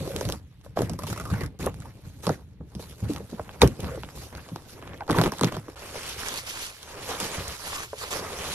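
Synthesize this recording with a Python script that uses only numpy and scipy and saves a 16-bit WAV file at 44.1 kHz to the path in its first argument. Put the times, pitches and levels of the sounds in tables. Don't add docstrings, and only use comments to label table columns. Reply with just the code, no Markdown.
import sys
import numpy as np
from scipy import signal
from scipy.fft import rfft, irfft, next_fast_len
from scipy.io import wavfile
from scipy.ndimage import uniform_filter1d, map_coordinates

SR = 44100
rng = np.random.default_rng(int(sys.argv[2]) if len(sys.argv) > 2 else 0)


def to_wav(sig):
    pcm = np.clip(np.atleast_2d(sig), -1, 1) * 32767
    pcm = np.round(pcm).astype(np.int16)
    wavfile.write(sys.argv[1], SR, pcm.T)


N = 376613
BOX_PART, PAPER_PART = slice(0, round(5.9 * SR)), slice(round(5.6 * SR), N)

# time in seconds, crinkle level in dB, flutter level in dB.
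PAPER_MOTION = [(5.758, -52, -45.5), (5.82, -44, -42), (6.08, -37.5, -44), (6.13, -39, -48),
                (6.17, -41.5, -42), (6.185, -36, -45), (6.34, -35.5, -40.5), (6.4, -35.5, -54),
                (6.425, -44.5, -52), (6.45, -45.5, -52), (6.47, -36.5, -50), (6.66, -36.5, -48),
                (6.705, -41, -54), (6.72, -47.5, -48), (6.75, -45, -64), (6.83, -48.5, -49),
                (6.91, -46.5, -46), (6.96, -48, -42), (7.03, -41, -43), (7.09, -38, -44.5),
                (7.1, -38.5, -38.5), (7.18, -39.5, -40), (7.24, -33.5, -34), (7.275, -37.5, -38),
                (7.38, -37.5, -36.5), (7.47, -39.5, -42.5), (7.59, -41.5, -49), (7.68, -34, -43.5),
                (7.84, -36, -45), (7.87, -49, -55), (7.95, -48.5, -66), (7.99, -38.5, -51),
                (8.03, -38.5, -41.5), (8.1, -41, -45), (8.19, -33, -34.5), (8.205, -41, -36.5),
                (8.23, -42.5, -35.5), (8.54, -33.5, -36.5)]
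# start in seconds, relative level in dB, base pitch in hertz.
BLADE_CATCHES = [(0.99, -25, 995), (1.035, -24.5, 1034), (1.068, -26, 970), (1.1, -30.5, 1000),
                 (1.128, -27.5, 1245), (1.161, -32, 940), (1.176, -25, 1120), (1.199, -25.5, 1250),
                 (1.21, -29.5, 1200), (1.238, -45, 1170), (1.254, -28, 1190), (1.301, -28.5, 1140),
                 (1.313, -33, 1100), (1.337, -29, 1484), (1.409, -31.5, 1980), (1.434, -31, 1890),
                 (1.82, -40, 1210), (1.855, -34.5, 830)]


def amp(db):
    return 10 ** (np.asarray(db) / 20)


def unit(x):
    return x / np.sqrt(np.mean(x ** 2) + 1e-20)


def along(points, hz):
    f, v = np.transpose(points)
    return np.interp(np.log(hz + 1), np.log(f + 1), v)


def curves(rows):
    s, *cols = np.transpose(rows)
    return [amp(np.interp(np.arange(N) / SR, s, c, -120, -120)) for c in cols]


def wobble(rate):
    return map_coordinates(rng.standard_normal(int(N * rate / SR) + 4), [np.arange(N) * rate / SR])


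def filtered(x, response):
    m = next_fast_len(N + 8192)
    return irfft(rfft(x, m) * response(np.fft.rfftfreq(m, 1 / SR)), m)[..., :N]


def high_pass(hz, corner_hz, power):
    return hz ** power / (hz ** power + corner_hz ** power)


def jerks(events, t60):
    kicks = np.zeros(N)
    for s, strength in events:
        kicks[round(s * SR)] = strength
    return signal.lfilter([1], [1, -amp(-60 / (t60 * SR))], kicks)


def slips(rate, spread_db, t60, steady):
    kicks = (rng.random(N) < rate / SR) * amp(spread_db * rng.standard_normal(N))
    fade = amp(-60 / (t60 * SR))
    return steady + unit(signal.lfilter([1], [1, -fade], kicks))


def rub(grip, spectrum, patchy_db, part=slice(0, N)):
    pair, size = np.zeros((2, N)), part.stop - part.start
    cells = signal.stft(rng.standard_normal((2, size)), nperseg=256)[2]
    patches = uniform_filter1d(rng.standard_normal(cells.shape[1:]), 6, 0)
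    patches = unit(uniform_filter1d(patches, 10, 1))
    pair[:, part] = signal.istft(cells * amp(patchy_db * patches), nperseg=256)[1][:, :size]
    coloured = filtered(pair * grip, lambda hz: amp(along(spectrum, hz)))
    return unit(coloured) * np.sqrt(size / N)


def blows(events, modes, attack, sag, gain_db, scatter=0.04):
    out = np.zeros(N + SR)
    t = np.arange(round(SR * max(row[3] for row in events))) / SR
    draws = rng.standard_normal((len(events), 2, len(modes)))
    for (s, db, hz, t60), (level, detune) in zip(events, draws):
        warp = t + sag * t60 / 4 * (1 - np.exp(-4 * t / t60))
        ring = np.zeros(len(t))
        for (ratio, mode_db), a, d in zip(modes, level, detune):
            envelope = amp(mode_db + a - 60 * t * ratio ** 1.31 / t60)
            ring += envelope * np.sin(2 * np.pi * hz * ratio * (1 + scatter * d) * warp)
        out[round(s * SR):][:len(t)] += amp(db + gain_db) * ring * (1 - np.exp(-t / attack))
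    return out[:N]


def strokes(column, release_t60):
    # time in seconds, then hiss, wall noise and rumble in dB.
    background_rows = [(0, -68.5, -65, -52), (1.65, -77.5, -67, -48), (1.75, -65.5, -56, -47),
                       (2.3, -59, -57, -49), (2.6, -78, -66, -48.5), (2.78, -58, -54, -46),
                       (4.5, -54.5, -52, -73), (5.0, -62, -49.5, -51), (5.75, -58.5, -54.5, -66)]
    # start and length in seconds, then hiss, wall and boom levels in dB.
    stroke_rows = [(-0.02, .36, -46, -40.5, -38), (0.633, 0.031, -60, -54.5, -48),
                   (0.757, 0.095, -45.5, -33.5, -36), (0.882, 0.066, -55.5, -50, -37),
                   (0.979, 0.33, -52, -47.5, -39), (1.066, 0.057, -47.5, -47, -59),
                   (1.31, 0.14, -51, -39.5, -34.5), (1.59, 0.075, -43, -35.5, -35.5),
                   (1.754, 0.14, -67, -58.5, -60), (2.038, 0.038, -62, -55, -46),
                   (2.222, 0.049, -45.5, -42, -72), (2.261, 0.075, -49.5, -41.5, -46),
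                   (2.79, 0.049, -50, -51, -65), (2.88, 0.022, -51.5, -72, -66),
                   (2.995, 0.015, -54.5, -63, -60), (3.015, 0.17, -67, -48.5, -40.5),
                   (3.08, 0.054, -49.5, -59, -62), (3.293, 0.026, -60, -77, -56),
                   (3.287, 0.81, -94, -55, -49.5), (3.606, 0.028, -32.5, -20.5, -32),
                   (3.783, 0.17, -55, -43.5, -38), (4.145, 0.11, -49.5, -49, -47.5),
                   (4.32, 0.076, -83, -43, -46), (4.473, 0.095, -77, -64, -65),
                   (4.68, 0.059, -54.5, -80, -69), (4.824, 0.12, -72, -47.5, -46),
                   (5.085, 0.047, -44, -27.5, -47), (5.143, 0.049, -38.5, -25.5, -56),
                   (5.206, 0.063, -39.5, -27, -52), (5.314, 0.066, -49, -40.5, -53),
                   (5.415, 0.069, -43.5, -31, -56), (5.511, 0.048, -52, -37.5, -55),
                   (5.68, 0.011, -57, -54, -60)]
    attack_s = 0.015
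    t, gain = np.arange(N) / SR, curves(background_rows)[column]
    for s, length, *db in stroke_rows:
        span = slice(round(max(s, 0) * SR), round((s + length + release_t60) * SR))
        swell = np.clip((t[span] - s) / attack_s, 0, 1)
        after = np.clip(t[span] - s - length, 0, None)
        gain[span] += swell * amp(db[column] - 60 * after / release_t60)
    return gain


def hands():
    # frequency in hertz, relative density in dB per hertz.
    hiss_spectrum = [(880, -44), (1500, -16), (2390, 0.5), (2590, 2.5), (3310, 1.5), (3620, 5.5), (4330, 4),
                     (11200, 0.5), (14300, -3.5), (16000, -40)]
    wall_spectrum = [(150, -6.5), (250, -3), (337, -3), (536, -3), (706, -9.5), (780, -8), (1130, -11),
                     (2380, -17), (3500, -25.5), (4550, -70), (7700, -120)]
    jerk_db = 46.5
    hiss, wall = [strokes(column, release_t60=0.15) for column in range(2)]
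    catch_jerks = jerks([(s, amp(db + jerk_db)) for s, db, _ in BLADE_CATCHES], t60=0.042)
    grip = slips(rate=130, spread_db=0.5, t60=0.0069, steady=2.9) + catch_jerks
    surface = hiss * rub(grip, hiss_spectrum, patchy_db=2.5, part=BOX_PART)
    return surface + wall * rub(grip, wall_spectrum, patchy_db=3.5, part=BOX_PART)


def catches():
    # ratio to the base pitch, relative level in dB.
    edge_modes = [(1, 0), (1.1, 0), (.55, -8.5), (2.1, -8)]
    ring_t60 = 0.037
    events = [(*row, ring_t60) for row in BLADE_CATCHES]
    return blows(events, edge_modes, attack=0.0014, sag=0.039, gain_db=-2.5, scatter=0.031)


def snaps():
    # start in seconds, level in dB, treble in dB relative to it.
    snap_rows = [(0.163, -20, -9.5), (0.076, -36, -11), (0.187, -46, 0), (0.2105, -19.5, -17.5),
                 (0.2526, -31.5, -3.5), (0.289, -15, -19), (0.3, -21, -16), (0.3236, -29, 0),
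                 (0.5267, -49, -20), (0.613, -42.5, -21), (0.7687, -39, -14), (0.7906, -23, -19),
                 (0.8195, -32, -3), (0.8964, -26, -12), (0.9348, -36, -7.5), (1.408, -40, -5),
                 (1.437, -42, -5), (1.462, -42.5, -1), (1.5903, -45, -3), (1.6622, -28.5, -2.5),
                 (1.7431, -30, -19), (1.803, -49.5, 1), (2.2682, -14.5, -17.5), (2.2925, -25, -10),
                 (2.7514, -34, -13.5), (2.7955, -30, -34), (2.982, -48, -7), (3.085, -41, -25),
                 (3.1354, -40, -1), (3.1626, -25, -19), (3.174, -46, -12), (3.1823, -38.5, -7),
                 (3.396, -46, -10), (3.493, -23, -35), (3.6179, 0.5, -21), (3.6272, -19, -9),
                 (3.6759, -17.5, -11.5), (3.756, -44, -19), (3.8046, -29, -8), (3.845, -24.5, -25),
                 (4.0345, -22.5, -46), (4.0477, -28, -41), (4.0888, -25.5, -38), (4.3515, -25.5, -25),
                 (4.373, -37, -13), (4.412, -43, -24), (4.4889, -25, -30), (4.5605, -15.5, -36),
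                 (4.825, -25, -42), (4.876, -24.5, -39), (4.9347, -29, -41), (4.9765, -33, -25),
                 (5.0075, -26, -45), (5.079, -24.5, -26), (5.0978, -23, -23), (5.1088, -23.5, -7.5),
                 (5.1155, -12.5, -24), (5.186, -19.5, -9.5), (5.2148, -9, -19), (5.2385, -12, -23.5),
                 (5.2605, -16, -29), (5.3203, -38, 5), (5.385, -25, -15), (5.3945, -20.5, -17),
                 (5.4111, -12.5, -18), (5.4345, -2, -34), (5.445, -7, -22.5), (5.4725, -17, -29),
                 (5.5247, -20, -21), (5.5673, -27, -14.5), (6.0945, -36, 3), (6.194, -42, -6),
                 (6.2855, -29, -3), (6.2915, -26, -13), (6.307, -27, -14), (6.341, -40, 5),
                 (6.4687, -43, -8), (6.83, -34.5, -8), (6.997, -45, -10), (7.095, -32, -18),
                 (7.0449, -40, -16), (7.202, -32, 3), (7.481, -42, 8), (7.989, -39, -9), (8.1085, -41, -6)]
    # frequency in hertz, relative density in dB per hertz.
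    crack_spectrum = [(470, -28), (800, -15), (1240, -19), (2100, -19.5), (3880, -6.5), (4570, -6),
                      (7000, -5), (7830, -3), (12100, -16.5), (16000, -20)]
    tear_db, tear_treble_db = -13, -6
    tape_ends_s = 1.27
    out, t = np.zeros((2, N + SR)), np.arange(900) / SR
    shape = amp(-60 * t / .005) + .16 * amp(-60 * t / .035)
    tears = [(s, db + tear_db, tear_treble_db) for s, db, _ in BLADE_CATCHES if s < tape_ends_s]
    rows = [*snap_rows, *tears]
    for (s, db, treble_db), noise in zip(rows, rng.standard_normal((len(rows), len(t)))):
        burst = shape * unit(noise * shape)
        out[:, round(s * SR):][:, :len(t)] += amp([[db], [db + treble_db]]) * burst

    def two_bands(hz):
        treble = high_pass(hz, 2300.0, 4)
        return amp(along(crack_spectrum, hz)) * np.array([1 - treble, treble])

    return amp(8.5) * filtered(out[:, :N], two_bands).sum(0)


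def knocks():
    # start in seconds, relative level in dB, base pitch in hertz.
    knock_rows = [(0.026, -21, 380), (0.076, -14, 386), (0.141, -31, 504), (0.16, -13, 410),
                  (0.211, -9, 500), (0.252, -23, 566), (0.292, -12.5, 523), (0.662, -30, 583),
                  (0.772, -4.5, 594), (0.79, -6, 420), (0.806, -7.5, 400), (0.819, -11, 574),
                  (0.895, -21, 670), (0.935, -27, 540), (1.595, -27, 410), (1.64, -28, 890),
                  (1.666, -5, 494), (1.671, -14, 1046), (2.232, -36, 445), (2.268, -6, 437),
                  (2.275, -5.5, 497), (2.293, -7, 740), (2.3, -3.5, 428), (2.608, -28, 476),
                  (2.795, -22.5, 465), (3.101, -21, 393), (3.174, -29, 1070), (3.204, -24, 428),
                  (3.33, -26, 534), (3.395, -11.5, 578), (3.6178, 1.5, 1093), (3.633, 10, 450),
                  (3.793, -22, 435), (3.975, -16, 460), (4.0334, -23.5, 650), (4.488, -29, 610),
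                  (4.56, -23, 362), (4.823, -36, 453), (5.007, -15, 854), (5.019, -19, 797),
                  (5.08, -20, 730), (5.097, -8, 822), (5.116, -9, 370), (5.144, -14, 1000),
                  (5.185, -5.5, 857), (5.213, -5, 853), (5.26, -10, 486), (5.32, -17, 917),
                  (5.4111, -13, 452), (5.435, -9.5, 514), (5.445, -14, 380), (5.52, -23, 520),
                  (5.566, -21, 470), (5.683, -22.5, 422), (7.931, -14, 566)]
    # ratio to the base pitch, relative level in dB.
    panel_modes = [(0.899, 1.5), (1.52, -2), (2.04, -5), (2.1, -23), (0.709, -5)]
    ring_t60 = 0.022
    soft_rings = 0.15
    raps = [(s, db, hz, ring_t60 * amp(-soft_rings * db)) for s, db, hz in knock_rows]
    return blows(raps, panel_modes, attack=0.0013, sag=0.3, gain_db=-7.0)


def slaps():
    # start in seconds, relative level in dB.
    slap_rows = [(0.772, -20), (2.268, -11), (2.294, -21), (3.395, -22), (3.618, 3), (4.0345, -23),
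                 (4.174, -27.5), (4.462, -31), (4.825, -23), (5.098, -4.5), (5.1856, -1), (5.214, -6),
                 (5.26, -8), (5.32, -16), (5.411, -6), (5.4345, -5.5), (5.522, -16.5), (5.568, -14.5),
                 (5.682, -23)]
    # frequency in hertz, relative density in dB per hertz.
    bend_spectrum = [(50, -80), (95, -16), (200, 6), (500, -3), (1100, 0), (2200, -20), (5000, -29),
                     (16000, -50)]
    bend_s, bend_power = 0.0022, 1.1
    kicks = np.zeros(N)
    for s, db in slap_rows:
        kicks[round(s * SR)] = amp(db + 22)

    def dispersed(hz):
        power = 1 - bend_power
        lag = 2 * np.pi * bend_s * 1e3 * ((hz + 50) / 1e3) ** power / power
        return amp(along(bend_spectrum, hz)) * np.exp(-1j * lag)

    return filtered(kicks, dispersed)


def double_click():
    # base pitch in hertz, relative level in dB.
    comb_peaks = [(2650, -9), (3900, -4), (5070, -10), (5980, -34), (6860, -21)]
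    start_s, tone_t60 = 3.6175, 0.012
    events = [(start_s, db, hz, tone_t60) for hz, db in comb_peaks]
    return blows(events, [(0.95, 0)], attack=0.00043, sag=0, gain_db=3.0, scatter=0)


def drags():
    # start in seconds, length in seconds, level in dB, pitch in hertz.
    drag_rows = [(0.0, 0.28, -40.5, 516), (1.237, 0.088, -46, 1110), (1.3, 0.055, -47, 1530),
                 (1.353, 0.089, -47.5, 1980), (3.856, 0.087, -39, 511), (3.858, 0.024, -45, 1200),
                 (5.144, .04, -30, 980), (6.937, 0.075, -46.5, 436), (7.686, 0.1, -44.5, 1140)]
    sharpness_q, fade_s = 5.2, .05
    out, t = np.zeros(N), np.arange(N) / SR
    grit = slips(rate=93, spread_db=1, t60=0.045, steady=0.65) * rng.standard_normal(N)
    for s, length, db, hz in drag_rows:
        span = slice(round(s * SR), round((s + length + fade_s) * SR))
        ring = signal.iirpeak(hz, sharpness_q, SR)
        sung = unit(signal.lfilter(*ring, signal.lfilter(*ring, grit[span])))
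        envelope = np.interp(t[span] - s, [0, .01, length, length + fade_s], [0, 1, 1, 0])
        out[span] += sung * amp(db) * envelope
    return out


def thumps():
    # start in seconds, wall level in dB, wall base pitch in hertz, air level in dB.
    thump_rows = [(0.009, -17.5, 144, -53), (0.832, -13.5, 104, -46), (0.901, -21, 207, -48),
                  (1.042, -19.5, 129, -48), (1.109, -17, 112, -48), (1.321, -17.5, 175.5, -44),
                  (1.627, -22.5, 319, -38), (1.659, -21, 168, -47), (2.268, -11, 156, -45),
                  (2.297, -13, 135, -38), (2.605, -24, 141, -33), (2.753, -21, 186, -30.5),
                  (2.903, -31, 132, -36), (3.027, -12, 98, -30), (3.094, -16, 285, -32),
                  (3.324, -21, 225, -50), (3.408, -30, 99, -49), (3.633, -7.5, 390, -9),
                  (3.646, -4, 128.6, -33), (4.175, -31, 91, -32.5), (4.359, -27, 97, -34),
                  (4.519, -20.5, 153, -61), (5.105, -11.5, 152, -39), (5.184, -2.5, 161, -48),
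                  (5.218, -16, 187, -55), (5.262, -17, 200, -55), (5.412, -14.5, 177, -55),
                  (5.434, -7, 162, -38), (5.462, -18, 167, -55), (5.569, -19.5, 150, -55),
                  (7.217, -24, 178, -48), (7.382, -18.5, 88, -50), (7.481, -44, 89.5, -30)]
    # ratio to the base pitch, relative level in dB.
    wall_modes = [(0.95, 1.5), (.7, -5.5), (1.448, -6.5), (1.374, -3.5)]
    wall_t60, air_t60 = 0.083, 0.1
    air_hz = 66
    wall_events = [(s, db, hz, wall_t60) for s, db, hz, _ in thump_rows]
    air_events = [(s, air_db, air_hz, air_t60) for s, _, _, air_db in thump_rows]
    walls = blows(wall_events, wall_modes, attack=0.0072, sag=0.22, gain_db=-1.0)
    return walls + blows(air_events, [(0.92, 0)], attack=0.003, sag=0.1, gain_db=5.5)


def boom():
    # frequency in hertz, relative density in dB per hertz.
    boom_spectrum = [(15, -42), (25, -24), (61, 6), (91, 6.5), (160, 3.5), (189, 2.5), (220, -8.5),
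                     (303, -6), (350, -27), (460, -12.5), (770, -120)]
    paper_boom_db, growth = -51.5, 1.3
    flutter = curves(PAPER_MOTION)[1]
    level = strokes(column=2, release_t60=0.28)
    level = level + amp(paper_boom_db) * (flutter / amp(-40.0)) ** growth
    return level * rub(amp(2.5 * wobble(25)), boom_spectrum, patchy_db=1)


def grains():
    rate, middle_hz, life_cycles = 1600, 3170, 1.64
    when, pitch, size, side = rng.random((9000, 4)).T
    start = (5.6 + np.cumsum(-np.log(when)) / rate) * SR
    hz, t = middle_hz * 3.6 ** (2 * pitch - 1)[:, None], np.arange(160) / SR
    tone = np.sin(2 * np.pi * hz * t) * np.exp(-t * hz / life_cycles)
    tone = tone * amp(-4.0 * np.log(size + 0.0096))[:, None]
    at = (start.astype(int)[:, None] + np.arange(len(t))).ravel()
    gains = (np.ones_like(side), 2 * side - 1)
    pair = np.array([np.bincount(at, (tone * g[:, None]).ravel(), N)[:N] for g in gains])
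    return pair / np.std(pair[0, PAPER_PART])


def paper():
    # start in seconds, strength.
    tug_rows = [(6.19, 0.14), (6.465, 0.34), (7.09, 0.58), (7.2, 0.87), (8.107, 1.54)]
    # frequency in hertz, relative density in dB per hertz.
    crinkle_spectrum = [(880, -14), (1500, -7), (2690, -3.5), (5600, -5.5), (8000, -7.5), (10800, -10),
                        (13500, -17), (14600, -15), (15100, -49), (16000, -46)]
    flutter_spectrum = [(150, -8), (250, -7.5), (425, 0.5), (515, 0.5), (687, -4.5), (1170, -4),
                        (1490, -9.5), (2500, -15.5), (3250, -45), (5500, -120)]
    grain_db = -7.5
    crinkle, flutter = curves(PAPER_MOTION)
    creases = slips(rate=360, spread_db=5.0, t60=0.0078, steady=4.6) * amp(1.15 * wobble(40))
    creases = creases * (1 + jerks(tug_rows, t60=0.25))
    folds = creases * slips(rate=45, spread_db=2.5, t60=.08, steady=3)
    crackle = rub(creases, crinkle_spectrum, patchy_db=2.0, part=PAPER_PART)
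    crackle = crackle + amp(grain_db + 2.6 * wobble(18)) * grains()
    return crinkle * crackle + flutter * rub(folds, flutter_spectrum, patchy_db=1.5, part=PAPER_PART)


def yard(x):
    # frequency in hertz, reverberation time in seconds.
    decay_times = [(100, 0.28), (1000, 0.1), (10000, 0.011)]
    hz, t, z = signal.stft(x, SR, nperseg=256)
    keep = amp(-60 * t[1] / along(decay_times, hz)) ** 2
    energy = np.abs(z) ** 2
    power = np.array([signal.lfilter([0, 1 - k], [1, -k], row) for k, row in zip(keep, energy)])
    noise = signal.stft(rng.standard_normal((2, N)), SR, nperseg=256)[2]
    tails = unit(np.abs(noise)) * np.exp(1j * np.angle(noise)) * np.sqrt(power)
    return signal.istft(tails, SR, nperseg=256)[1][:, :N]


def traffic():
    # frequency in hertz, relative density in dB per hertz.
    far_spectrum = [(15, -21), (25, -12), (40, -4), (64, 8), (123, 4.5), (301, -29), (659, -39),
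                    (1890, -27), (2350, -28), (4140, -31), (7510, -67), (11300, -89), (14000, -56),
                    (16000, -91)]
    return amp(-53 + 1.5 * wobble(3)) * rub(1, far_spectrum, patchy_db=1.2)


def ports(pair, lead):
    likeness = [(60, 0.94), (300, 0.92), (1000, 0.71), (3000, 0.38), (6000, 0.25), (12000, 0.96)]
    # frequency in hertz, left minus right in dB.
    level_lean = [(60, 1), (110, 0), (200, -0.5), (380, 0), (700, -1.5), (1290, -1.5), (2380, 0),
                  (4400, -4.5), (8120, -1.5), (15000, 1)]
    m = next_fast_len(N + 8192)
    hz = np.fft.rfftfreq(m, 1 / SR)
    turn = np.arccos(np.clip(along(likeness, hz), 0, 1)) / 2
    mid, side = rfft(pair, m) * [np.cos(turn), np.sin(turn)]
    lean = amp(along(level_lean, hz) / 2)
    left = (mid + side) * lean * np.exp(1j * np.interp(hz, *np.transpose(lead)))
    return irfft(np.array([left, (mid - side) / lean]), m)[:, :N]


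def scene():
    lead_ahead = [(0, 0), (300, -.3), (1290, -.5), (2410, -1.3), (3190, -1.2), (4740, -3.6), (5600, -5.3),
                  (7800, -2.9), (9220, -2.2), (11100, -.1), (14600, 2.9)]
    lead_right = [(0, 0), (1030, -1), (2600, -3.1), (5000, -6.3), (7800, -9.3), (9220, -8.5), (11100, -6.4),
                  (14600, -3.4)]
    # time in seconds, share from 0 to 1.
    swing = [(0, 0), (6.2, 0), (6.28, 1), (6.72, 1), (6.8, 0), (7.55, 0), (7.68, 1), (8.12, 1), (8.2, 0)]
    hits = knocks() + thumps() + snaps() + catches() + slaps() + drags() + double_click()
    tails = filtered(yard(hits), lambda hz: high_pass(hz, 65.0, 2))
    struck = hits * [[1], [0]] + amp([[-11], [-8]]) * tails
    struck = filtered(struck, lambda hz: high_pass(hz, 55.0, 8))
    aside, sheets = np.interp(np.arange(N) / SR, *np.transpose(swing)), paper()
    ahead = struck + hands() + boom() + traffic() + (1 - aside) * sheets
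    return ports(ahead, lead_ahead) + ports(aside * sheets, lead_right)


def record(dry):
    ceiling, top_hz = .93, 16500
    soft = dry / (1 + np.abs(dry / ceiling) ** 6) ** (1 / 6)
    return filtered(soft, lambda hz: hz < top_hz)


dry = scene()
out = record(dry)
to_wav(out)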